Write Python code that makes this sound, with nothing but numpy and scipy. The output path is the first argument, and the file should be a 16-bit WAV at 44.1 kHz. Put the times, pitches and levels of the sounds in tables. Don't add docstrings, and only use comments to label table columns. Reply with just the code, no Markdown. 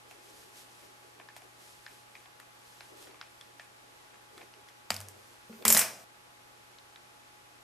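import sys
import numpy as np
from scipy import signal
from scipy.fft import rfft, irfft
from scipy.io import wavfile
from scipy.ndimage import uniform_filter1d

SR = 44100
rng = np.random.default_rng(int(sys.argv[2]) if len(sys.argv) > 2 else 0)


def level_to_linear(level):
    exponent = np.asarray(level, float) / 20
    return 10 ** exponent


def store_pcm(level_fs):
    pcm = np.round(np.clip(level_fs, -1, 1) * 32767).astype(np.int16)
    wavfile.write(sys.argv[1], SR, np.atleast_2d(pcm).T)


N = 336747


def colour(points, size, channels=1):
    hz, db = np.transpose(points)
    gain = level_to_linear(np.interp(np.log(np.fft.rfftfreq(size, 1 / SR) + 1), np.log(hz), db))
    white = rng.standard_normal((channels, size))
    return irfft(rfft(white) * gain / np.sqrt(np.mean(gain ** 2)), size)


def band(hz, octaves):
    return [(hz / 2 ** octaves, -40), (hz, 0), (hz * 2 ** octaves, -40)]


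def flicker(rate, db):
    steps = rng.standard_normal(400)
    return level_to_linear(db * np.interp(np.arange(N) / SR * rate, np.arange(400), steps))


def add(out, s, sound, pan_db):
    i = int(s * SR)
    out[:, i:i + len(sound)] += sound * level_to_linear(np.array([[pan_db], [-pan_db]]) / 2)


# frequency in Hz, side minus mid in dB.
NOISE_WIDTH = [(30, -26.5), (120, -1), (300, -0.5), (1000, 3), (3000, 2.5), (8000, -10), (13000, -6)]


def stereo(points):
    hz, db = np.transpose(points)
    width_hz, width_db = np.transpose(NOISE_WIDTH)
    side_db = db + np.interp(np.log(hz), np.log(width_hz), width_db)
    mid_power = np.sum(hz * level_to_linear(2 * db))
    side_power = np.sum(hz * level_to_linear(2 * side_db))
    mid = colour(points, N)
    side = np.sqrt(side_power / mid_power) * colour(np.transpose([hz, side_db]), N)
    return mid + side * np.array([[1], [-1]])


# frequency in Hz, density in dB per Hz.
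ROOM_HISS = [(15, -35), (25, -15.5), (85, -8), (102, -10), (123, -15.5), (147, -11.5), (242, -10),
             (269, -6.5), (368, -8.5), (477, -8), (826, -6.5), (917, -7.5), (1190, -7.5), (3130, -13.5),
             (12800, -20), (16600, -61.5), (22000, -120)]
# frequency in Hz, rms level in dB.
LAMP_HUM = [(119.9, -72.5), (360, -78.5), (840, -69), (1130, -78.5), (1680, -105), (2520, -82)]


def air():
    t = np.arange(N) / SR
    hum = np.zeros(N)
    for hz, db in LAMP_HUM:
        hum += np.sqrt(2) * level_to_linear(db) * flicker(3.51, 1.1) * np.sin(2 * np.pi * hz * t)
    return level_to_linear(-60.5) * flicker(3, 0.3) * stereo(ROOM_HISS) + hum


def swells(moves):
    ends_db = -12
    t = np.arange(0, N, 64) / SR
    power = np.zeros(len(t))
    for s, half_s, db in moves:
        level_db = db + ends_db * ((t - s) / half_s) ** 2
        power += level_to_linear(np.maximum(level_db, -120)) ** 2
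    return np.interp(np.arange(N) / SR, t, np.sqrt(power))


# frequency in Hz, density in dB per Hz.
CLOTH_HISS = [(1500, -10), (3000, -4), (5000, -1.5), (8000, -3), (12500, -4.5), (14500, -18), (16000, -37)]
# middle in seconds, half length in
# seconds, level in dB.
SLEEVE_SWISHES = [(0.12, .05, -67), (0.36, 0.22, -63), (0.595, 0.07, -59), (0.79, 0.18, -65.5),
                  (1.06, 0.19, -73), (1.375, 0.013, -58.5), (1.42, 0.13, -70.5), (1.68, 0.13, -62.5),
                  (1.92, 0.15, -65), (2.18, 0.098, -68.5), (2.41, .04, -77), (2.73, 0.2, -66.5),
                  (2.87, 0.13, -67.5), (3.03, 0.077, -60.5), (3.37, 0.23, -72), (3.62, .06, -69),
                  (3.81, .05, -74), (4.34, .03, -70), (4.41, 0.07, -66.5), (4.69, 0.012, -66),
                  (5.25, 0.24, -68), (5.56, 0.12, -67)]
# middle in seconds, half length in seconds, level in dB.
HAND_SHIFTS = [(0.12, 0.091, -66.5), (0.42, 0.3, -67.5), (0.67, 0.026, -77), (0.87, 0.063, -63.5),
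               (1.09, .07, -65.5), (1.21, 0.066, -63), (1.46, 0.03, -65.5), (1.65, 0.14, -69),
               (1.92, 0.07, -70), (2.17, 0.044, -71), (2.41, 0.049, -73), (2.66, .08, -76),
               (2.81, .025, -74), (2.95, 0.06, -63), (3.07, 0.12, -61), (3.48, 0.077, -68),
               (3.86, .2, -70.5), (4.16, .07, -75), (4.33, 0.047, -70.5), (4.41, .06, -59.5),
               (4.59, 0.069, -69), (4.86, .025, -72), (5.15, 0.17, -67), (5.33, 0.037, -69),
               (5.51, .05, -66), (5.62, 0.035, -55)]


def rustle():
    hiss = level_to_linear(2.5) * swells(SLEEVE_SWISHES) * flicker(40, 1.0) * stereo(CLOTH_HISS)
    rumble = swells(HAND_SHIFTS) * flicker(25, 2.5) * stereo(band(390, 2.4))
    return hiss + rumble


# centre in Hz, T60 in seconds, level in dB, side minus mid in dB.
ROOM_BANDS = [(147.6, .6, 5.5, -36), (400, 0.54, 14, -17.5), (1054, .42, -2, -2), (1550, 0.34, 7, -7),
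              (2430, 0.3, 7.5, -9.5), (5500, 0.33, 2, -8), (8890, 0.2, 7.5, -5), (13420, 0.17, 8, -17)]


def room(x):
    late_db, late_stretch = -24.5, 3.4
    t = np.arange(2 ** 15) / SR
    mid_side = np.zeros((2, len(t)))
    for hz, t60, db, side_db in ROOM_BANDS:
        fade = 1000 ** (-t / t60) + level_to_linear(late_db) * 1000 ** (-t / t60 / late_stretch)
        level = level_to_linear(np.array([[db], [db + side_db]])) * np.sqrt(hz)
        mid_side += level * colour(band(hz, 2.2), len(t), channels=2) * fade
    mid, side = mid_side
    reply = np.array([mid + side, mid - side]) * np.minimum(t / 0.001, 1)
    reply /= np.sqrt(np.sum(mid ** 2))
    return signal.oaconvolve(x, reply, axes=1)[:, :N]


# start in seconds, level in dB, pitch in Hz, T60 in seconds.
BENCH_KNOCKS = [(4.906, -35, 210, 0.058), (4.914, -48, 96.9, 0.85), (4.988, -49.5, 100, 0.27),
                (5.497, -30, 400, 0.01), (5.497, -41, 222.6, 0.2), (5.513, -50.5, 221, 0.15),
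                (5.651, -34, 224.7, 0.44), (5.652, -28, 395, 0.038), (5.70, -41.5, 160.7, 0.18),
                (5.75, -22.5, 216, 0.04), (5.66, -45, 79.5, 0.36), (5.76, -46.5, 108, 0.31)]


def knocks():
    near, t = np.zeros((2, N)), np.arange(SR // 2) / SR
    for s, db, hz, t60 in BENCH_KNOCKS:
        mode = np.sin(2 * np.pi * hz * t) * 1000 ** (-t / t60)
        add(near, s, level_to_linear(db) * mode * np.minimum(t * hz, 1), 0)
    return near, level_to_linear(-5) * near


# from Hz, to Hz.
BLOW_PARTS = [(1200, 3000), (600, 1200), (3000, 5500), (5500, 15000)]


def hits(events, modes, rise_s, contact_s, ring_db, pan_db, wet_db, dull_hz=20000):
    near, spread, t = np.zeros((2, N)), np.zeros((2, N)), np.arange(4096) / SR
    mode_hz, mode_db, t60 = np.transpose(modes)[:, :, None]
    fine_hz = np.fft.rfftfreq(4096, 1 / SR)
    filters = [signal.butter(3, part, "bandpass", fs=SR) for part in BLOW_PARTS]
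    shapes = np.array([signal.freqz(*f, fine_hz, fs=SR)[1] for f in filters])
    shapes *= np.array([[1], [-1], [-1], [1]])
    shapes /= (1 + 1j * fine_hz / dull_hz) ** 2
    plain = irfft(shapes)
    for s, body_db, *parts_db, own_hz in events:
        contact = rng.standard_normal(4096) * np.exp(-t / contact_s) * np.minimum(t / rise_s, 1)
        luck_db = 3 * rng.standard_normal((len(modes), 1))
        partials = np.sin(2 * np.pi * mode_hz * t) * 1000 ** (-t / t60)
        ring = np.sum(level_to_linear(ring_db + mode_db + luck_db) * partials, axis=0)
        ring += level_to_linear(ring_db + 14) * np.sin(2 * np.pi * own_hz * t) * 1000 ** (-t / 0.012)
        ring[0] = 1
        parts = irfft(rfft(contact) * rfft(ring) * shapes)
        gains = level_to_linear(body_db + np.array([0, *parts_db])) / np.abs(parts).max(axis=1)
        add(near, s, gains @ parts, pan_db)
        add(spread, s, (gains * parts.std(axis=1) / plain.std(axis=1)) @ plain, 0)
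    wall_filter = signal.butter(2, [800, 2700], "bandpass", fs=SR)
    wall = signal.lfilter(*wall_filter, np.roll(near, int(0.0135 * SR), axis=1))
    return near + level_to_linear(-9) * wall, level_to_linear(wet_db) * spread


# start in seconds, body peak in dB, edge against body in dB, loudest ring in Hz.
DULL_TICKS = [(0.8295, -51, -13, 1460), (1.1987, -41.5, -25, 990), (1.2868, -42.5, -4, 1750),
              (1.8639, -39, 0.5, 1800), (2.1527, -39.5, -7, 2500), (2.2573, -48, -5, 1120),
              (2.807, -39.5, 1.5, 1600), (3.071, -46, -16, 1930), (3.1098, -50.5, -6, 923),
              (3.1433, -49, -14, 1140), (3.2128, -34.5, -0.5, 1790), (3.5962, -38, -4, 1830),
              (4.1424, -47.5, -8, 2860), (4.4106, -43, -20, 2360), (4.4154, -41, -13, 1430),
              (4.5381, -48.5, 4, 2900), (4.6864, -47.5, 3, 2200), (5.5268, -47, -14.5, 1410),
              (6.7854, -57, 15.5, 4060), (6.9591, -43, -0.5, 3950)]
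# start in seconds, body peak in dB, edge against body in dB, loudest ring in Hz.
STEEL_CLICKS = [(0.111, -43.5, -14, 1430), (1.3646, -41, -4, 1030), (1.4197, -48.5, -22, 915),
                (2.2034, -57, 2, 2530), (2.3997, -42.5, -10, 1890), (3.0264, -49, 4, 1350),
                (3.3244, -72, -5, 1140), (3.4105, -46, 6, 3390), (4.3725, -55, -5, 2350),
                (4.3784, -45, 0, 1460), (4.6134, -55, -10, 1090), (5.624, -43, 1, 2630)]
# frequency in Hz, level in dB, T60 in seconds.
JAW_MODES = [(758, -1, 0.033), (1120, -5, 0.025), (1790, -2, .04), (2680, -1, 0.034), (3540, 0, 0.019),
             (4500, -6.5, 0.02)]


def jaws():
    blows = []
    for rows, bright_db in ((DULL_TICKS, -48), (STEEL_CLICKS, 0)):
        for s, db, edge_db, hz in rows:
            bench_db = max(-7 - 6.5 * np.log2(hz / 1500), -18)
            blows.append((s, db, bench_db, edge_db, bright_db, hz))
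    return hits(blows, JAW_MODES, rise_s=0.00024, contact_s=0.0014, ring_db=-39, pan_db=0.8, wet_db=-7.0)


def on_bench(rows, bench_db):
    return [(s, db, bench_db, *rest) for s, db, *rest in rows]


# start in seconds, body peak in dB, edge and bright parts against it in dB,
# loudest ring in Hz.
TOOL_RATTLE = [(5.6515, -20, -1.5, 9, 11680), (5.6795, -29, 7.5, 23, 7870),
               (5.7018, -21.5, -10, 14.5, 7200), (5.7240, -30.5, -8, 24.5, 12400),
               (5.7475, -21.5, 3.5, 7, 7080), (5.7665, -20, -1, 1.5, 2014), (5.7725, -24, -15.5, 17, 11280),
               (5.7915, -27, 1, 15, 8000), (5.8135, -25.5, 1.5, 2.5, 2060)]
# frequency in Hz, level in dB, T60 in seconds.
TOOL_MODES = [(1400, -2, .03), (2000, -2, .025), (4100, -3, .02), (5420, 0, .03), (6820, 1, .03),
              (8100, 2, .045), (10400, 1, .025), (11500, 1, .03), (12400, 1, .03), (13100, 2, .04)]


def dropped_tool():
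    return hits(on_bench(TOOL_RATTLE, -3), TOOL_MODES, rise_s=0.0003, contact_s=0.0019,
                ring_db=-29.5, pan_db=0.3, wet_db=-0.44)


# start in seconds, body peak in dB, edge and bright parts against it in dB,
# loudest ring in Hz.
WIRE_BLOWS = [
    (4.9035, -21.5, 0.5, 4, 4865),
    (4.9425, -37, -9, 12.5, 7300),
    (4.9643, -40, 11.5, 10.5, 5200),
    (5.0035, -40.5, -7.5, 9.5, 6200),
    (5.0127, -48.5, -10, 14.5, 5850),
    (5.0853, -49.5, -10, 19.5, 9000),
]
# frequency in Hz, level in dB, T60 in seconds.
WIRE_MODES = [(780, -2, 0.022), (940, 5, 0.013), (1930, 1.5, 0.058), (2440, -15, .02), (3050, 18, 0.004),
              (4800, -13, 0.035), (5180, 2.5, 0.038), (7860, 19, 0.006)]


def wire_snap():
    return hits(on_bench(WIRE_BLOWS[:1], -2), WIRE_MODES, rise_s=0.0019, contact_s=0.0013,
                ring_db=-35, pan_db=2.1, wet_db=-7.5, dull_hz=7020)


def offcut_bounces():
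    return hits(on_bench(WIRE_BLOWS[1:], -12.5), WIRE_MODES, rise_s=0.00069, contact_s=0.00056,
                ring_db=-45, pan_db=0.3, wet_db=-5.5, dull_hz=12000)


def scene():
    sources = [knocks(), jaws(), dropped_tool(), wire_snap(), offcut_bounces()]
    near, spread = np.sum(sources, axis=0)
    room_sounds = np.arange(N) < 6.043 * SR
    return air() + rustle() + room(spread) * room_sounds + near


def low_pass(x):
    return signal.sosfilt(signal.butter(12, 16060, fs=SR, output="sos"), x)


# from Hz, to Hz, least level in dB.
TREBLE_GATES = [(12950, 13700, -74.5), (13700, 14500, -64), (14500, 15250, -57), (15250, 16050, -38)]


def record(dry):
    spectrum, hz = rfft(dry, 2 ** 19), np.fft.rfftfreq(2 ** 19, 1 / SR)
    mix = irfft(spectrum * (hz < TREBLE_GATES[0][0]))[:, :N]
    for low_hz, high_hz, least_db in TREBLE_GATES:
        part = irfft(spectrum * (hz >= low_hz) * (hz < high_hz))[:, :N]
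        power = uniform_filter1d(np.mean(part ** 2, axis=0), size=1024)
        is_loud = power > level_to_linear(2 * least_db)
        mix += part * uniform_filter1d(1.0 * is_loud, size=256)
    return low_pass(mix)


dry = scene()
out = record(dry)
store_pcm(out)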